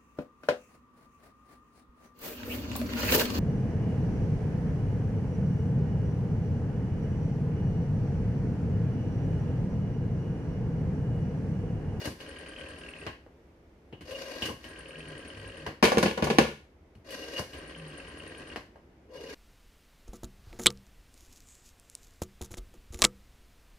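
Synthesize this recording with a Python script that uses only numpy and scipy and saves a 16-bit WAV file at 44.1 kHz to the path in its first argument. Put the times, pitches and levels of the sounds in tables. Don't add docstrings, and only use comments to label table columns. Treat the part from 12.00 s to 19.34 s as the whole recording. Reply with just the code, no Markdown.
import sys
import numpy as np
from scipy import signal
from scipy.fft import rfft, irfft
from scipy.io import wavfile
from scipy.ndimage import uniform_filter1d

SR = 44100
rng = np.random.default_rng(int(sys.argv[2]) if len(sys.argv) > 2 else 0)


def log_audio(samples):
    frames = np.atleast_2d(samples).T
    limited = np.clip(frames, -1, 1)
    pcm = np.round(limited * 32767).astype(np.int16)
    wavfile.write(sys.argv[1], SR, pcm)


N = 323914
TIME = np.arange(N) / SR

# release, first pulse, stop, pulse length and the chirp's head start,
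# all in seconds, then tick level in dB, tick pitch in Hz, and its drop near the end in Hz.
DIAL_RETURNS = [(.203, .3135, 1.065, .1002, .034, -23, 2950, 240),
                (2.641, 2.712, 3.663, .0984, .029, -24, 2950, 60),
                (5.532, 5.6005, 6.559, .1, .028, -24.5, 2950, 120)]
# delay in seconds, level change in dB.
PAIRED_TICKS = [(0, 0), (.0235, -2)]
# time in seconds, extra level in dB.
LOUD_TICKS = [(.563, 4), (.587, 8), (.612, 4.5), (.836, 4), (.886, 6), (.936, 5), (2.762, 5), (2.86, 3),
              (2.909, 4), (2.958, 5), (3.008, 3), (3.303, 5), (5.751, 4), (5.999, 5), (6.2, 5),
              (6.503, 4.5), (6.523, 6)]
# start and stop in seconds, rasp and growl levels in dB, growl pitch in Hz.
DIAL_WINDS = [(-.3, 0.058, -49.5, -49, 564), (2.041, 2.46, -49, -42.5, 551), (5.044, 5.394, -49, -45, 528),
              (7.087, 7.555, -55.5, -41.5, 462)]
# start and length in seconds, level in dB.
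SPRING_SQUEAKS = [(2.14, .032, -44), (2.452, .03, -44), (5.226, .016, -42), (5.358, .034, -37),
                  (7.263, .018, -51)]
# time in seconds, then level, thud, hard edge, ping and crispness in dB.
HANDSET_HITS = [(3.826, -11.5, -0.5, -3.5, 4.5, -4.5), (3.838, -19, -1.5, 4.5, -2, -2.5),
                (3.849, -24.5, 5.5, 8, 6, -4), (3.873, -26.5, -7.5, -6, 5, 7),
                (3.917, -18, -10, -6, 0, -16), (3.971, -17, 5.5, -11, 9, 4.5), (3.981, -26, -3.5, 7, 1, -3),
                (4.027, -20, 5.5, 3, -0.5, -5), (4.057, -21, 6, -7, 14.5, -4.5), (4.081, -31, 1, -2, 9, -9),
                (4.111, -32.5, -14, -5.5, 12, 22.5), (4.174, -26, -3, -5, 5, -16),
                (4.223, -22, 7.5, -6, 8.5, -2.5), (4.241, -35, 7.5, 11, 1, -3.5),
                (4.268, -23.5, -6.5, -9.5, 3.5, -13), (4.3, -19.5, 1, -4, 6.5, -8.5),
                (4.384, -11, 2, -1.5, 5.5, 3.5)]
FINGERTIP_HITS = [(1.263, -48.5, -17, -24, -11, 8), (1.925, -44, -3, -19.5, 13.5, -15),
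                  (2.008, -51, 5.5, -2, -1, -11), (2.109, -60.5, 8, 13.5, 1, -9),
                  (4.951, -71.5, 23.5, 6, -2, -9), (5.104, -64, -4, 20, -3, -15),
                  (6.756, -45.5, -33, -24, -3, -13)]
FINGER_STOP_HITS = [(.054, -42.5, 1.5, 16.3, 1, -5), (.072, -41, 3, 2, 1, -2),
                    (2.421, -44, 1.5, 13.8, 21, 4), (2.454, -56, 10, 26.6, -5, -12),
                    (2.485, -38, -1.5, 4, -5, -12), (5.393, -39, 0, 12.7, -34, -11)]
HOME_HITS = [(1.065, -40.5, -0.5, 0, -3.5, 3.5), (3.663, -38.5, -1, -0.5, -4.5, -17),
             (6.559, -40, -6, -0.5, -5, -2)]
BAND_EDGES_HZ = [60, 300, 1400, 2600, 3300, 7000, 14000]
HANDSET_TONE = (-8, 1.5, -9, -16, -11.5, -19.5)
FINGERTIP_TONE = (2.5, -7, -3.5, -4.5, -10, -11.5)
FINGER_STOP_TONE = (2, -1.5, -12.5, -23.5, -18.5, -23)
RELEASE_TONE = (6.5, -0.5, 3.5, 6, -1.5, -4)
HOME_TONE = (-1.5, -1, -1, -3.5, -10, -18.5)
HARD_EDGE_SHARE = (0, 0, .7, 1, 1, 1.2)
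# pitch in Hz, width in Hz, boost in dB.
DIAL_RINGS = [(225, 38, 4.5), (320, 60, 4.5), (465, 60, 3.5), (540, 60, 4.5), (780, 90, 3), (1050, 90, 5),
              (1612, 80, 6.5), (1900, 120, 3), (2190, 45, 4.5), (2520, 45, 3.5), (2870, 90, 3),
              (4290, 200, 2)]
SPRING_RINGS = [(4750, 200, 5), (5840, 110, 3), (6740, 90, 4)]
CASE_RINGS = [(73.6, 9.9, 15.5), (146.3, 4.3, 13), (211.4, 41, 10), (345, 22, 6), (465, 49, 2.5),
              (538, 44, 6), (603, 7.3, 8.5), (767, 31, 7), (827, 19, 2.5), (994, 32, 1.5), (1150, 53, 3),
              (1442, 42, 12), (1713, 51, 10), (2220, 58, 6.5), (2350, 18, 4), (6320, 530, 4)]
# frequency in Hz, level in dB.
TICK_SHAPE = [(100, -6), (1000, -4), (2400, 14), (3100, 10), (3600, -12), (5000, -13), (7000, -18),
              (8500, -32), (14000, -42)]
WHIRR_SHAPE = [(25, -15), (60, 9), (170, -0.5), (260, 0.5), (400, 4), (560, -0.5), (700, -5), (1050, -7),
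               (1350, -4.5), (1800, -4.5), (2500, -9.5), (3400, -15.5), (4600, -13.5), (7800, -26.5),
               (10500, -23), (12500, -40.5)]
RASP_SHAPE = [(25, -23), (100, -9), (400, 5), (1000, -5), (1350, -3.5), (2200, -2.5), (3000, -4.5),
              (3600, -7.5), (4400, -5.5), (6000, -7), (7800, -20), (10000, -15.5), (15000, -23)]
KNOCK_SHAPE = [(30, -34), (70, -3), (160, -8), (300, -5), (600, -4), (880, -9), (1080, -7.5), (1300, -15),
               (1700, -11.5), (2350, -14), (2950, -3.5), (3500, -17), (4500, -14), (7500, -33),
               (11000, -37), (15000, -46)]
CASE_SHAPE = [(25, -47), (55, -15.5), (110, -12.5), (215, -4.5), (295, -9), (370, -4), (480, -2),
              (680, -14), (1060, -4), (1310, -16), (1560, -11), (1900, -7.5), (2900, -10), (3400, -17),
              (4600, -18), (7500, -33), (11000, -35), (15000, -48.5)]
AIR_SHAPE = [(20, -20), (45, -4), (70, -2), (120, -9), (220, -10), (350, -7), (600, -15), (1100, -24),
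             (2200, -27), (4000, -38), (5700, -39), (8000, -46), (15000, -49)]
# start and length in seconds, first and last pitch in Hz, level in dB.
HUM_SWELLS = [(2.93, 0.16, 157, 153, -52), (3.05, 0.14, 169, 134, -47.5), (3.31, 0.24, 99, 104, -49),
              (3.55, 0.22, 156.3, 153, -50), (5.73, 0.26, 169.6, 142, -47.5)]
# frequency in Hz, seconds it takes to fade by 60 dB.
ECHO_FADE = [(100, 0.24), (260, 0.32), (700, 0.26), (1840, 0.38), (4850, 0.37), (12000, 0.38)]
# frequency in Hz, how alike left and right are from 0 to 1.
STEREO_LIKENESS = [(60, .995), (160, .995), (300, .95), (640, .75), (1400, 0), (3000, .1), (15000, 0)]


def ticks():
    ring_s, rise_s, jitter_s, snap_s, snap_db = .0016, .0041, .0005, .0016, -6
    swell_s, swell_db, uneven_db, glide_hz_per_s = .25, 4, 1.4, 14000
    out, t = np.zeros(N), np.arange(800) / SR
    click = body(TICK_SHAPE, size=512)
    spring_band = signal.butter(2, (2450, 3280), "band", fs=SR, output="sos")
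    for release, first, stop, pulse_s, _, tick_db, ring_hz, sag_hz in DIAL_RETURNS:
        for s in np.arange(first - pulse_s / 2, stop - .03, pulse_s / 2):
            sag = np.interp(stop - s, (.18, .36), [1, 0])
            slow_db = swell_db * max(1 - (s - release) / swell_s, 0)
            for delay, pair_db in PAIRED_TICKS:
                louder, higher, later, longer = rng.standard_normal(4)
                hz = (ring_hz - sag_hz * sag) * (1 + .015 * higher)
                glide = hz - glide_hz_per_s * (t - rise_s)
                slips = rng.standard_normal(len(t))
                fade = np.exp(-t / (ring_s * np.exp(.2 * longer)))
                ring = resonate(slips, glide, width_hz=240) * t * fade
                snap = convolve(slips * np.exp(-t / snap_s), click)[0]
                tick = unit(signal.sosfilt(spring_band, ring)) + from_db(snap_db) * unit(snap)
                catch_db = sum(extra for at, extra in LOUD_TICKS if abs(s + delay - at) < .01)
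                gain = from_db(tick_db + pair_db - slow_db + catch_db + uneven_db * louder)
                add(out, s + delay - rise_s + jitter_s * later, gain * tick / np.linalg.norm(tick))
    return out


def whirr(level_db=-46.5, rub_db=-62, rub_hz=1750):
    running = sum(np.clip((TIME - start) / 0.0081, 0, 1) * (TIME < stop)
                  for start, _, stop, *_ in DIAL_RETURNS)
    patter = running * teeth(per_s=1800, spread_db=2) * waver(per_s=210, depth_db=2)
    rub = resonate(rng.standard_normal(N), rub_hz * waver(per_s=45, depth_db=1.3), width_hz=420)
    rub *= running * waver(per_s=120, depth_db=4.5)
    return from_db(level_db) * convolve(patter, body(WHIRR_SHAPE, DIAL_RINGS)) + from_db(rub_db) * rub


def winding(rasp_db=5, ring_db=-10, ring_hz=2870, overtone_db=-13):
    rise_s, rise_db, press_s, press_db, fall_db_per_s = 0.067, 15.5, 0.11, 7, 600
    growl_sag, growl_fade_db, slip_off_s, slip_off_db = .1, 8, 0.17, -53.5
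    out, rasp_gain = np.zeros((2, N))
    for start, stop, rasp_level, growl_level, growl_hz in DIAL_WINDS:
        t = TIME[(TIME >= start) & (TIME < stop + .1)]
        progress = (t - start) / (stop - start)
        effort_db = np.interp(t, [start, start + rise_s], [-rise_db, 0])
        effort_db += np.interp(t, [stop - press_s, stop], [0, press_db])
        effort_db -= fall_db_per_s * np.maximum(t - stop, 0)
        slips = rng.standard_normal(SR)[:len(t)]
        hz = growl_hz * (1 - growl_sag * progress)
        hz *= waver(per_s=30, depth_db=.6)[:len(t)]
        growl = resonate(slips, hz, width_hz=110)
        growl += from_db(overtone_db) * resonate(slips, 2 * hz, width_hz=200)
        ring = from_db(rasp_level + ring_db) * resonate(slips, ring_hz, width_hz=95)
        ring *= waver(per_s=40, depth_db=3)[:len(t)]
        growl *= from_db(growl_level - growl_fade_db * progress) * waver(per_s=25.6, depth_db=1)[:len(t)]
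        add(out, t[0], (growl + ring) * from_db(effort_db))
        add(rasp_gain, t[0], from_db(rasp_level + rasp_db + effort_db))
    rattle = from_db(slip_off_db) * np.hanning(int(slip_off_s * SR))
    for release, *_ in DIAL_RETURNS:
        add(rasp_gain, release - slip_off_s / 2, rattle)
    rasp = rasp_gain * teeth(per_s=4000, spread_db=0.5) * waver(per_s=110, depth_db=4)
    return out + convolve(rasp, body(RASP_SHAPE, DIAL_RINGS + SPRING_RINGS))


def dial_knocks(release_db=-57.5):
    releases = [(release, release_db, 0, 0, 0, 0) for release, *_ in DIAL_RETURNS]
    kinds = [(FINGERTIP_HITS, FINGERTIP_TONE), (FINGER_STOP_HITS, FINGER_STOP_TONE),
             (releases, RELEASE_TONE), (HOME_HITS, HOME_TONE)]
    return sum(hits(rows, tone, KNOCK_SHAPE, DIAL_RINGS, lag_ms=0.049, near_db=5, near_s=0.019,
                    room_db=7, chatter_db=1, chatter_s=0.0038) for rows, tone in kinds)


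def handset_clatter():
    return hits(HANDSET_HITS, HANDSET_TONE, CASE_SHAPE, CASE_RINGS, lag_ms=0.447, near_db=1.5,
                near_s=0.008, room_db=4, chatter_db=-8.5, chatter_s=.008)


def squeaks(pitch_hz=2870):
    out = np.zeros(N)
    for s, length_s, db in SPRING_SQUEAKS:
        ring = resonate(rng.standard_normal(4000), pitch_hz, width_hz=100)[-int(length_s * SR):]
        add(out, s, from_db(db) * unit(ring) * signal.windows.tukey(len(ring), .4))
    return out


def cam_chirps(level_db=-49, length_s=.036, width_hz=220, fade_s=.022):
    out, t = np.zeros(N), np.arange(0, length_s, 1 / SR)
    hz = np.interp(t / length_s, [0, .55, .8], (8950, 9350, 8400))
    whistle = np.sin(2 * np.pi * np.cumsum(hz) / SR)
    grip = signal.windows.tukey(len(t), .4) * np.exp(-t / fade_s)
    for _, first, stop, pulse_s, lead_s, *_ in DIAL_RETURNS:
        for s in np.arange(first, stop - .03, pulse_s):
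            fuzz = unit(uniform_filter1d(rng.standard_normal(4000), int(SR / width_hz))[:len(t)])
            add(out, s - lead_s, from_db(level_db) * fuzz * grip * whistle)
    return out


def low_hum():
    out = np.zeros(N)
    for s, length_s, first_hz, last_hz, db in HUM_SWELLS:
        hz = np.linspace(first_hz, last_hz, int(length_s * SR))
        arch = np.sin(np.linspace(0, np.pi, len(hz)))
        add(out, s, from_db(db) * arch * np.sqrt(2) * np.sin(2 * np.pi * np.cumsum(hz) / SR))
    return out


def room_air(level_db=-57.5):
    air = unit(convolve(diffuse(N), body(AIR_SHAPE, [(68, 14, 5)])))
    return from_db(level_db) * air * waver(per_s=5, depth_db=.8)


def hits(rows, tone, shape, rings, lag_ms, near_db, near_s, room_db, chatter_db, chatter_s, size=16000):
    out, t = np.zeros((2, N)), np.arange(size) / SR
    hz = np.fft.rfftfreq(2 * size, 1 / SR)
    low, high = np.array(BAND_EDGES_HZ[:-1]), np.array(BAND_EDGES_HZ[1:])
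    bands = (hz >= low[:, None]) & (hz < high[:, None])
    spot_db = 1.5
    for s, level_db, thud_db, edge_db, ping_db, crisp_db in rows:
        force = rng.standard_normal(size) * (rng.random(size) < .02)
        force *= np.exp(-t / chatter_s) * from_db(chatter_db - crisp_db)
        force[0] = 1
        part = body(shape, [(f, width, db + spot_db * rng.standard_normal()) for f, width, db in rings])
        sound = convolve(space(lag_ms, near_db - crisp_db, near_s, room_db - crisp_db, force), part)
        attack = sound[:, t < .03]
        power = bands @ (abs(rfft(attack, 2 * size)) ** 2).mean(0) / (size * attack.shape[1])
        boost_db = edge_db * np.array(HARD_EDGE_SHARE) + np.array([thud_db, 0, 0, ping_db, 0, 0])
        band_db = level_db + np.array(tone) + boost_db
        balance = list(zip(np.sqrt(low * high), band_db - 10 * np.log10(power)))
        strength = np.sqrt(np.mean(from_db(read(balance, hz)) ** 2))
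        add(out, s, strength * convolve(sound, body(balance, size=2048)))
    return out


def space(lag_ms, near_db, near_s, room_db, force=(1,), size=16000):
    t = np.arange(size) / SR
    arrival = np.sinc(np.arange(size) - 55 - np.array([[lag_ms * SR / 1000], [0]]))
    bass_cut = signal.butter(2, 300, "high", fs=SR)
    direct = signal.lfilter(*bass_cut, convolve(arrival, force))
    near = unit(diffuse(size) * np.exp(-t / near_s) * (1 - np.exp(-t / 0.0018)) ** 2)
    hz, frame_s, noise = signal.stft(diffuse(size), SR, nperseg=256)
    fade = from_db(-60 * frame_s / read(ECHO_FADE, hz)[:, None])
    echo = signal.istft(noise * fade, SR, nperseg=256)[1][:, :size]
    echo = unit(echo * (1 - np.exp(-t / 0.00034)))
    response = direct + (from_db(near_db) * near + from_db(room_db) * echo) / np.sqrt(size)
    return response / np.linalg.norm(response[1])


def body(shape, rings=(), size=16384):
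    hz = abs(np.fft.fftfreq(size, 1 / SR))
    boost = 1 + sum((from_db(db) ** 2 - 1) / (1 + (2 * (hz - f) / width) ** 2) for f, width, db in rings)
    log_gain = np.log(from_db(read(shape, hz))) + .5 * np.log(np.maximum(boost, .01))
    spectrum = np.exp(np.conj(signal.hilbert(log_gain)))
    response = np.fft.ifft(spectrum).real[:size // 2]
    return response / np.linalg.norm(response)


def resonate(x, hz, width_hz):
    turn = np.exp(2j * np.pi * np.cumsum(hz * np.ones(len(x))) / SR)
    decay = np.exp(-np.pi * width_hz / SR)
    return unit((turn * signal.lfilter([1], [1, -2 * decay, decay * decay], x / turn)).real)


def teeth(per_s, spread_db):
    clicks = (rng.random(N) < per_s / SR) * rng.standard_normal(N)
    return unit(clicks * from_db(spread_db * rng.standard_normal(N)))


def diffuse(size):
    left, other = rfft(rng.standard_normal((2, size)))
    same = read(STEREO_LIKENESS, np.fft.rfftfreq(size, 1 / SR))
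    right = same * left + np.sqrt(1 - same ** 2) * other
    return irfft(np.array([left, right]), size)


def waver(per_s, depth_db):
    steps = rng.standard_normal(N)
    return from_db(depth_db * np.interp(TIME * per_s, np.arange(N), steps))


def from_db(db):
    return 10 ** (np.asarray(db) / 20)


def unit(x):
    return x / np.sqrt(np.mean(x ** 2) + 1e-20)


def read(points, hz):
    f, value = np.transpose(points)
    return np.interp(np.log(hz + 1), np.log(f + 1), value)


def add(mix, s, sound):
    part = mix[..., max(round(s * SR), 0):][..., :sound.shape[-1]]
    part += sound[..., :part.shape[-1]]


def convolve(x, response):
    x = np.atleast_2d(x)
    return signal.fftconvolve(x, np.atleast_2d(response), axes=1)[:, :x.shape[1]]


def scene():
    handset = from_db(-4.5) * handset_clatter()
    gears = convolve(winding() + whirr(), space(lag_ms=0.042, near_db=6, near_s=0.0026, room_db=4))
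    springs = squeaks() + ticks() + cam_chirps()
    springs = convolve(springs, space(lag_ms=.022, near_db=-7, near_s=0.0064, room_db=-5.5))
    telephone = handset + dial_knocks() + gears + springs
    return telephone * from_db([[.6], [-.6]]) + low_hum() + room_air()


def record(dry):
    ceiling, cutoff_hz = .88, 14900
    rounded = dry / (1 + (dry / ceiling) ** 6) ** (1 / 6)
    treble_cut = signal.firwin(511, cutoff_hz, window=("kaiser", 9), fs=SR)
    return signal.oaconvolve(rounded, treble_cut[None], "same")


dry = scene()
out = record(dry)
log_audio(out)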